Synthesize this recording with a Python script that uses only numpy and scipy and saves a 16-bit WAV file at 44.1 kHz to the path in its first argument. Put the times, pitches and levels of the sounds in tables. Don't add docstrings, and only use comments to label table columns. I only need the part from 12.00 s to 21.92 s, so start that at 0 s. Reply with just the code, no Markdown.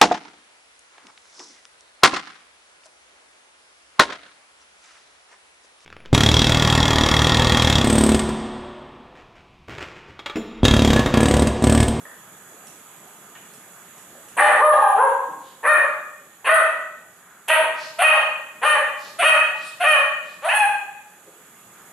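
import sys
import numpy as np
from scipy import signal
from scipy.fft import rfft, irfft, next_fast_len
from scipy.io import wavfile
from scipy.ndimage import uniform_filter1d, minimum_filter1d

SR = 44100
rng = np.random.default_rng(int(sys.argv[2]) if len(sys.argv) > 2 else 0)


def master_out(mix):
    frames = np.transpose(np.atleast_2d(mix))
    ceiling = np.clip(frames, -1, 1)
    pcm = np.round(ceiling * 32767).astype(np.int16)
    wavfile.write(sys.argv[1], SR, pcm)


def gain_from_db(level_db):
    decades = np.asarray(level_db, float) / 20
    return 10 ** decades


N = 437472


def unit(x):
    return x / np.sqrt(np.mean(x ** 2) + 1e-20)


def along(points, hz):
    f, v = np.transpose(points)
    return np.interp(np.log(hz + 1), np.log(f + 1), v)


def wobble(rate, size):
    at = np.arange(size) * rate / SR
    step = at.astype(int)
    knots = rng.standard_normal(int(at[-1]) + 2)
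    blend = (at - step) ** 2 * (3 - 2 * (at - step))
    return knots[step] * (1 - blend) + knots[step + 1] * blend


def filtered(x, response):
    m = next_fast_len(x.shape[-1] + 8192)
    return irfft(rfft(x, m) * response(np.fft.rfftfreq(m, 1 / SR)), m)[..., :x.shape[-1]]


def resonances(modes):
    def response(f):
        total = 0
        for k, (centre, width, db) in enumerate(modes):
            ring = 1j * f * width / (centre * centre - f * f + 1j * f * width)
            total = total + (-1) ** k * gain_from_db(db) * ring
        return total
    return response


# (frequency [Hz], likeness [0-1])
LIKENESS = [(60, 1), (180, 0.98), (540, 0.98), (1600, 0.55), (4800, 0), (14400, 0.0)]


def spread(pair):
    def mid_and_side(hz):
        angle = np.arccos(np.clip(along(LIKENESS, hz), -1, 1)) / 2
        return np.array([np.cos(angle), np.sin(angle)])
    mid, side = filtered(pair, mid_and_side)
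    return np.array([mid + side, mid - side])


# (frequency [Hz], 60 dB decay time [s])
YARD_DECAY = [(300, 0.8), (800, 0.72), (2100, 0.75), (5500, 0.73), (10000, 0.44)]


def add(track, s, x, wet_db):
    hz, t, z = signal.stft(rng.standard_normal((2, 3 * SR // 4)), SR, nperseg=256)
    decay = gain_from_db(-60 * t / along(YARD_DECAY, hz)[:, None])
    tail = spread(signal.istft(z * decay, SR, nperseg=256)[1])
    tail = np.pad(tail / np.linalg.norm(tail[0]), ((0, 0), (200, 0)))
    tail = gain_from_db(wet_db) * tail
    tail[:, 0] = 1
    both = signal.fftconvolve(x[None], tail, axes=1)
    part = track[:, round(s * SR):][:, :both.shape[1]]
    part += both[:, :part.shape[1]]


# (frequency [Hz], level [dB per Hz])
NIGHT_COLOUR = [(18, -81), (30, -32.5), (179, -4), (277, -8), (453, -5.5), (490, -10), (722, -6.5),
                (911, -8), (1650, -6.5), (1980, -12), (3320, -16), (5020, -24), (6850, -19), (11500, -16),
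                (14500, -18)]
# (centre [Hz], width [Hz], level [dB])
INSECT_BANDS = [(6890, 620, -58), (7830, 200, -61.5), (11900, 1100, -62)]
# (frequency [Hz], level [dB])
TONES = [(177.6, -71), (1206, -61.5), (1265, -64), (3397, -66.5), (6993, -85), (7849, -89), (10982, -72),
         (11230, -63), (11450, -68), (11897, -66.5), (12086, -81), (12301, -80)]


def night():
    z = signal.stft(rng.standard_normal((2, N)), nperseg=512)[2]
    patches = uniform_filter1d(rng.standard_normal(z.shape[1:]), 6, 0)
    patches = uniform_filter1d(patches, 14, 1)
    pair = signal.istft(z * gain_from_db(1.5 * unit(patches)), nperseg=512)[1][:, :N]
    sound = gain_from_db(-49) * unit(filtered(pair, lambda hz: gain_from_db(along(NIGHT_COLOUR, hz))))
    for centre, width, db in INSECT_BANDS:
        band = resonances([(centre, width, 0)])
        chorus = filtered(rng.standard_normal((2, N)), lambda f: band(f) ** 2)
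        sound = sound + gain_from_db(db + 0.8 * wobble(3.4, N)) * unit(chorus)
    t = np.arange(N) / SR
    for hz, db in TONES:
        drift = 0.86 * wobble(2.8, N) + np.array([[0], [np.pi / 2]])
        sound = sound + gain_from_db(db + 1.5 * wobble(2.1, N)) * np.sin(2 * np.pi * hz * t + drift)
    return spread(sound)


# (time [s], peak [dB], pitch [Hz])
CRUNCHES = [(0.0525, -33, 1840), (0.1126, -42, 1550), (0.67, -44.5, 9300), (1.3518, -35.5, 2900),
            (1.5374, -48, 8750), (1.9803, -49.5, 8600), (2.149, -39.5, 790), (2.285, -48.5, 9160),
            (2.9677, -32.5, 800), (3.2844, -25, 993), (5.483, -26.5, 11500)]


def crunching(track):
    t = np.arange(4000) / SR
    for s, db, hz in CRUNCHES:
        snap = rng.standard_normal(len(t)) * gain_from_db(-60 * t / 0.049)
        bowl = resonances([(hz, 0.11 * hz, 6), (0.68 * hz, 0.14 * hz, 3),
                           (0.3 * hz, 0.057 * hz, 4), (0.8 * hz, 0.075 * hz, -3)])
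        add(track, s, gain_from_db(db + 3) * filtered(snap, bowl), wet_db=3.5)


# (centre [Hz], width [Hz], level [dB])
MOUTH_FRONT = [(1426, 57, -2), (2160, 390, 4), (2500, 700, 4), (3300, 820, -5), (4400, 310, -12.5)]
# (centre [Hz], width [Hz], amount taken out [dB])
VOICE_DIPS = [(1060, 900, -15.5), (2228, 416, -4), (5175, 2800, 1.5)]


def bark(rows, ratio, manner, shapes, lips, top_hz):
    flutter_db, soft, puff_db, hiss_db = manner
    s, *cols = np.transpose(rows)
    t = np.arange(s[0], s[-1], 1 / SR)
    size = len(t)
    hz, effort_db, rough, half, mouth = [np.interp(t, s, c) for c in cols]
    rough, half, mouth = np.clip([rough, half, mouth], 0, 1)

    turns = np.cumsum(hz * (1 + 0.065 * rough * wobble(248.5, size))) / SR
    k = np.arange(2, 45)[:, None] / 2
    weight = np.where(k % 1, half, 1) * k ** -soft * (k * hz < 14000)
    folds = unit(np.sum(weight * np.cos(2 * np.pi * k * turns), axis=0))
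    folds = folds * gain_from_db(5.8 * rough * wobble(158, size))
    flutter = np.cos(2 * np.pi * ratio * turns + 0.95 * wobble(116.5, size))
    folds = folds + gain_from_db(flutter_db) * flutter
    breath = rng.standard_normal((3, size)) * (1 + 1.27 * np.cos(2 * np.pi * turns))

    source = gain_from_db(effort_db) * (np.sqrt(1 - rough) * folds + 1.09 * rough * breath[0])
    source = source * np.clip(1 - np.abs(2 * mouth - np.arange(3)[:, None]), 0, 1)
    age = t - s[0]
    puff = gain_from_db(puff_db - 60 * age / 0.27) * (1 - np.exp(-age / 0.047)) * breath[2]

    voice = 0
    for part, shape in zip([*source, puff], [*shapes, MOUTH_FRONT]):
        voice = voice + filtered(np.pad(part, (0, 2000)), resonances(shape))
    voice = filtered(voice, lambda f: (1j * f / (380 + 1j * f)) ** 4 / (1 + 1j * f / top_hz) ** 3)
    for dip in VOICE_DIPS:
        voice = voice - filtered(voice, resonances([dip]))

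    jet_level = gain_from_db(effort_db + 5.5 * mouth + 4 * wobble(58.2, size))
    jet = jet_level * (gain_from_db(6 * rough) * breath[1] + 0.45 * folds)
    air = np.pad(gain_from_db(hiss_db - 25) * (jet + 3 * puff), (0, 2000))
    shifted = 1 + 0.015 * rng.standard_normal()
    air = filtered(air, lambda f: resonances(lips)(f * shifted) ** 2)
    return gain_from_db(10) * voice + gain_from_db(7.5) * air


SILENT_DB = 19.5

# (start [s], first pitch [Hz], last pitch [Hz], effort [dB], half-pitch share [0-1])
GRUNT_CALLS = [
    (5.984, 620, 798, -11, 0.27),
    (7.185, 634.5, 773.5, -10, 0),
    (7.798, 680, 755, -13, 0.26),
    (8.42, 511.5, 1091, -14, 0.59),
]


def grunt(s):
    attack, rough = 0.27, 0.11
    jaws_part_s, break_s = 0.06, 0.009
    for start, first_hz, last_hz, db, half in GRUNT_CALLS:
        length = s - break_s - start
        if 0 < length < 0.15:
            shut_end = min(length - 0.001, jaws_part_s)
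            open_start = min(length, jaws_part_s + break_s) - 0.0005
            at = np.array([0, attack * length, shut_end, open_start, length])
            hz = first_hz * (last_hz / first_hz) ** (at / length)
            return [(start + a, f, db - SILENT_DB * (a == 0), rough, half, a > jaws_part_s)
                    for a, f in zip(at, hz)]
    return []


HOARSE_SHAPE = (1.17, 1.56, 0.13, 0.48, 0.92)
HALF_PITCH_SHAPE = (1.1, 1.5, 0.47, 0.73, 1.56)
GAPE_SHAPE = (.4, 0.73, 1.007, 1.016, 0.43)


def controls(call, voicing):
    s, rise, hold, top_hz, db = call
    opening, hoarse, half, mouth, lost_db = voicing
    lead = grunt(s)
    attack = 0 if lead else 0.33 * rise
    at = s + np.array([0, attack, rise, rise + hold, rise + hold + 0.05])
    fall_sag = 0.87 if top_hz < 700 else 0.93
    hz = top_hz * np.array([0.92 * opening, opening, 1, 0.98, fall_sag])
    effort_db = db - np.array([SILENT_DB, 5, 0, lost_db, lost_db + 4])
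    rows = np.transpose([at, hz, effort_db, hoarse * np.array(HOARSE_SHAPE),
                         half * np.array(HALF_PITCH_SHAPE), mouth * np.array(GAPE_SHAPE)])
    halfway = rows[1] + (rows[2] - rows[1]) * np.array([0.5, 0.7, 0.7, 0.7, 0.7, 0.7])
    return [*(lead or rows[:1]), rows[1], halfway, *rows[2:]]


# (start [s], rise [s], hold [s], top pitch [Hz], top effort [dB])
BARK_CALLS = [(2.368, 0.054, 0.059, 605.8, -3), (2.591, 0.051, .05, 615, -3), (2.808, .035, .075, 800, -14),
              (2.949, .085, 0.029, 545, -12), (3.629, .065, 0.037, 620, -2), (4.443, .08, 0.046, 655, -4),
              (5.477, 0.031, 0.06, 643.7, -7), (6.022, 0.027, 0.044, 632.1, -1.5),
              (6.615, .054, .06, 615.9, -5.5), (7.228, 0.035, .045, 635.5, -1.5),
              (7.843, 0.034, 0.045, 627.7, -7), (8.538, 0.034, 0.037, 849, -5.5)]
# (opening pitch over top [ratio], hoarseness [0-1], half-pitch share [0-1],
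# mouth opening [0-1], effort lost in the hold [dB])
BARK_VOICING = [(.72, 1.32, 0.57, 0.57, 5.5), (.8, 0.34, 0.11, .55, 0), (1.1, 0.5, 0.6, 0.28, 11),
                (.8, 0.16, 0.2, 0.58, 9), (.77, 0.41, 0.21, 0.47, 2.5), (0.78, 0.56, 0.1, 0.57, 4.5),
                (.88, 1, 0.93, 0.37, 5), (.89, 0.44, 0.64, 0.93, 8.5), (0.82, .4, 0.56, 0.73, 6),
                (.89, 0.36, 0.49, .92, 6.5), (.88, 0.25, 0.22, 1, 1.5), (.98, 0.08, 0.1, 0.69, 3)]
# (second rhythm [dB], softness of fold closure [0-1], opening puff [dB], hiss [dB])
BARK_MANNER = [(-7.5, 0.12, -10, -3), (-18.5, 0.19, -48, -2.5), (-11, 1, -31, 5.5), (-4, 0.54, -23, -1.5),
               (-11, 0, -34, -6.5), (-8.5, 0.21, -3.5, -3), (-23, 0.61, 3, 1.5), (-13.5, 0.31, -1, 2),
               (-25, 0.13, -9, -3.5), (-13, 0.09, -3.5, 0.5), (-11.5, 0.31, -5, 0.5), (-30, 0.21, -23, -1)]
FLUTTER_RATIO = [1.4, 1.6, 1.3, 1.8, 2.3, 2.32, 2.3, 2.27, 2.35, 2.28, 2.3, 1.3]
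HOWLED = (1, 2, 3)
# (centre [Hz], width [Hz], level [dB])
MOUTH_SHUT = [(635, 500, -2.5), (1400, 240, -56), (2640, 240, -57)]
MOUTH_HALF = [(620, 1040, -7), (1142, 510, 0), (1504, 92, 1), (1840, 301, 0.5), (2530, 300, -9),
              (2950, 92, -34.5)]
MOUTH_OPEN = [(583, 1900, -9.5), (1430, 1690, -2.5), (1724, 203, 5), (2532, 280, 5), (3062, 530, -5),
              (4400, 220, -23.5)]
# (centre [Hz], width [Hz], level [dB])
LIPS_ROUND = [(800, 630, 6), (1670, 150, 2), (3240, 310, -49)]
LIPS_PARTED = [(537, 620, -5), (1240, 376, 2.5), (1846, 530, -17.5), (3100, 330, -48)]
# (centre [Hz], width [Hz], level [dB])
TEETH_HISS = [(8500, 870, -4.5), (9870, 940, 0), (11500, 2030, -7)]
LIP_WHISTLE = [(8400, 190, -6), (10300, 770, -1), (12800, 450, -11)]


def barking(track):
    for n, (call, voicing) in enumerate(zip(BARK_CALLS, BARK_VOICING)):
        rows = controls(call, voicing)
        if n in HOWLED:
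            throat = (LIPS_ROUND, LIPS_PARTED, LIPS_PARTED), LIP_WHISTLE, 3000
        else:
            throat = (MOUTH_SHUT, MOUTH_HALF, MOUTH_OPEN), TEETH_HISS, 4300
        add(track, rows[0][0], bark(rows, FLUTTER_RATIO[n], BARK_MANNER[n], *throat), wet_db=2.5)


# (start [s], length [s], level [dB], centre [Hz])
BREATHS = [
    (3.366, 0.24, -55, 3360),
    (5.006, 0.59, -52.5, 1400),
    (5.723, 0.24, -41, 4560),
    (6.946, 0.23, -46.5, 4400),
    (7.515, 0.28, -46, 3950),
    (7.608, 0.13, -46.5, 8540),
    (8.194, 0.23, -53, 3840),
    (9.249, 0.061, -49, 480),
    (9.67, 0.22, -57.5, 1390),
]


def panting(track):
    for s, length, db, hz in BREATHS:
        mouth = resonances([(hz, min(0.6 * hz, 2300), 0)])
        air = filtered(rng.standard_normal(round(length * SR)), lambda f: mouth(f) ** 2)
        add(track, s, gain_from_db(db) * unit(air) * np.hanning(len(air)), wet_db=-0.5)


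def scene():
    dogs = np.zeros((2, N))
    crunching(dogs)
    barking(dogs)
    panting(dogs)
    return night() + dogs


def roll_off(x):
    return signal.sosfilt(signal.butter(12, 14950, fs=SR, output="sos"), x)


# (frequency [Hz], level [dB])
MIC_TREBLE = [(12000, -1), (13200, 1), (14000, -9.5), (14800, -58.5)]
# (frequency [Hz], left minus right [dB])
PORT_BALANCE = [(200, 0), (1400, 0.9), (4200, 0), (6000, -6), (8000, -10), (10500, -13.5), (12000, -5),
                (14400, 6)]
# (time [s], level [dB])
CREEPING_GAIN = [(0, 2.5), (2.37, 2.5), (2.45, 1.5), (3.6, -1), (5.4, -3), (7, 0), (9, -2.5), (9.6, 0),
                 (9.92, 1.5)]


def record(dry):
    ports = np.array([[0.5], [-0.5]])
    x = filtered(dry, lambda hz: gain_from_db(along(MIC_TREBLE, hz) + along(PORT_BALANCE, hz) * ports))
    x = x * gain_from_db(np.interp(np.arange(N) / SR, *np.transpose(CREEPING_GAIN)))
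    level = np.sqrt(np.abs(uniform_filter1d(np.mean(x ** 2, axis=0), 900)))
    gain = (1 + (level / gain_from_db(-13)) ** 4) ** -0.23
    x = x * uniform_filter1d(minimum_filter1d(gain, 300), 500)
    swing = gain_from_db(-29.5) * np.mean(x, axis=0) ** 2
    x = x + filtered(swing, lambda f: 1j * f / (20 + 1j * f) / (1 + 1j * f / 45) ** 2)
    x = x / (1 + np.abs(x / 1.1) ** 6) ** (1 / 6)
    return roll_off(x)


dry = scene()
out = record(dry)
master_out(out)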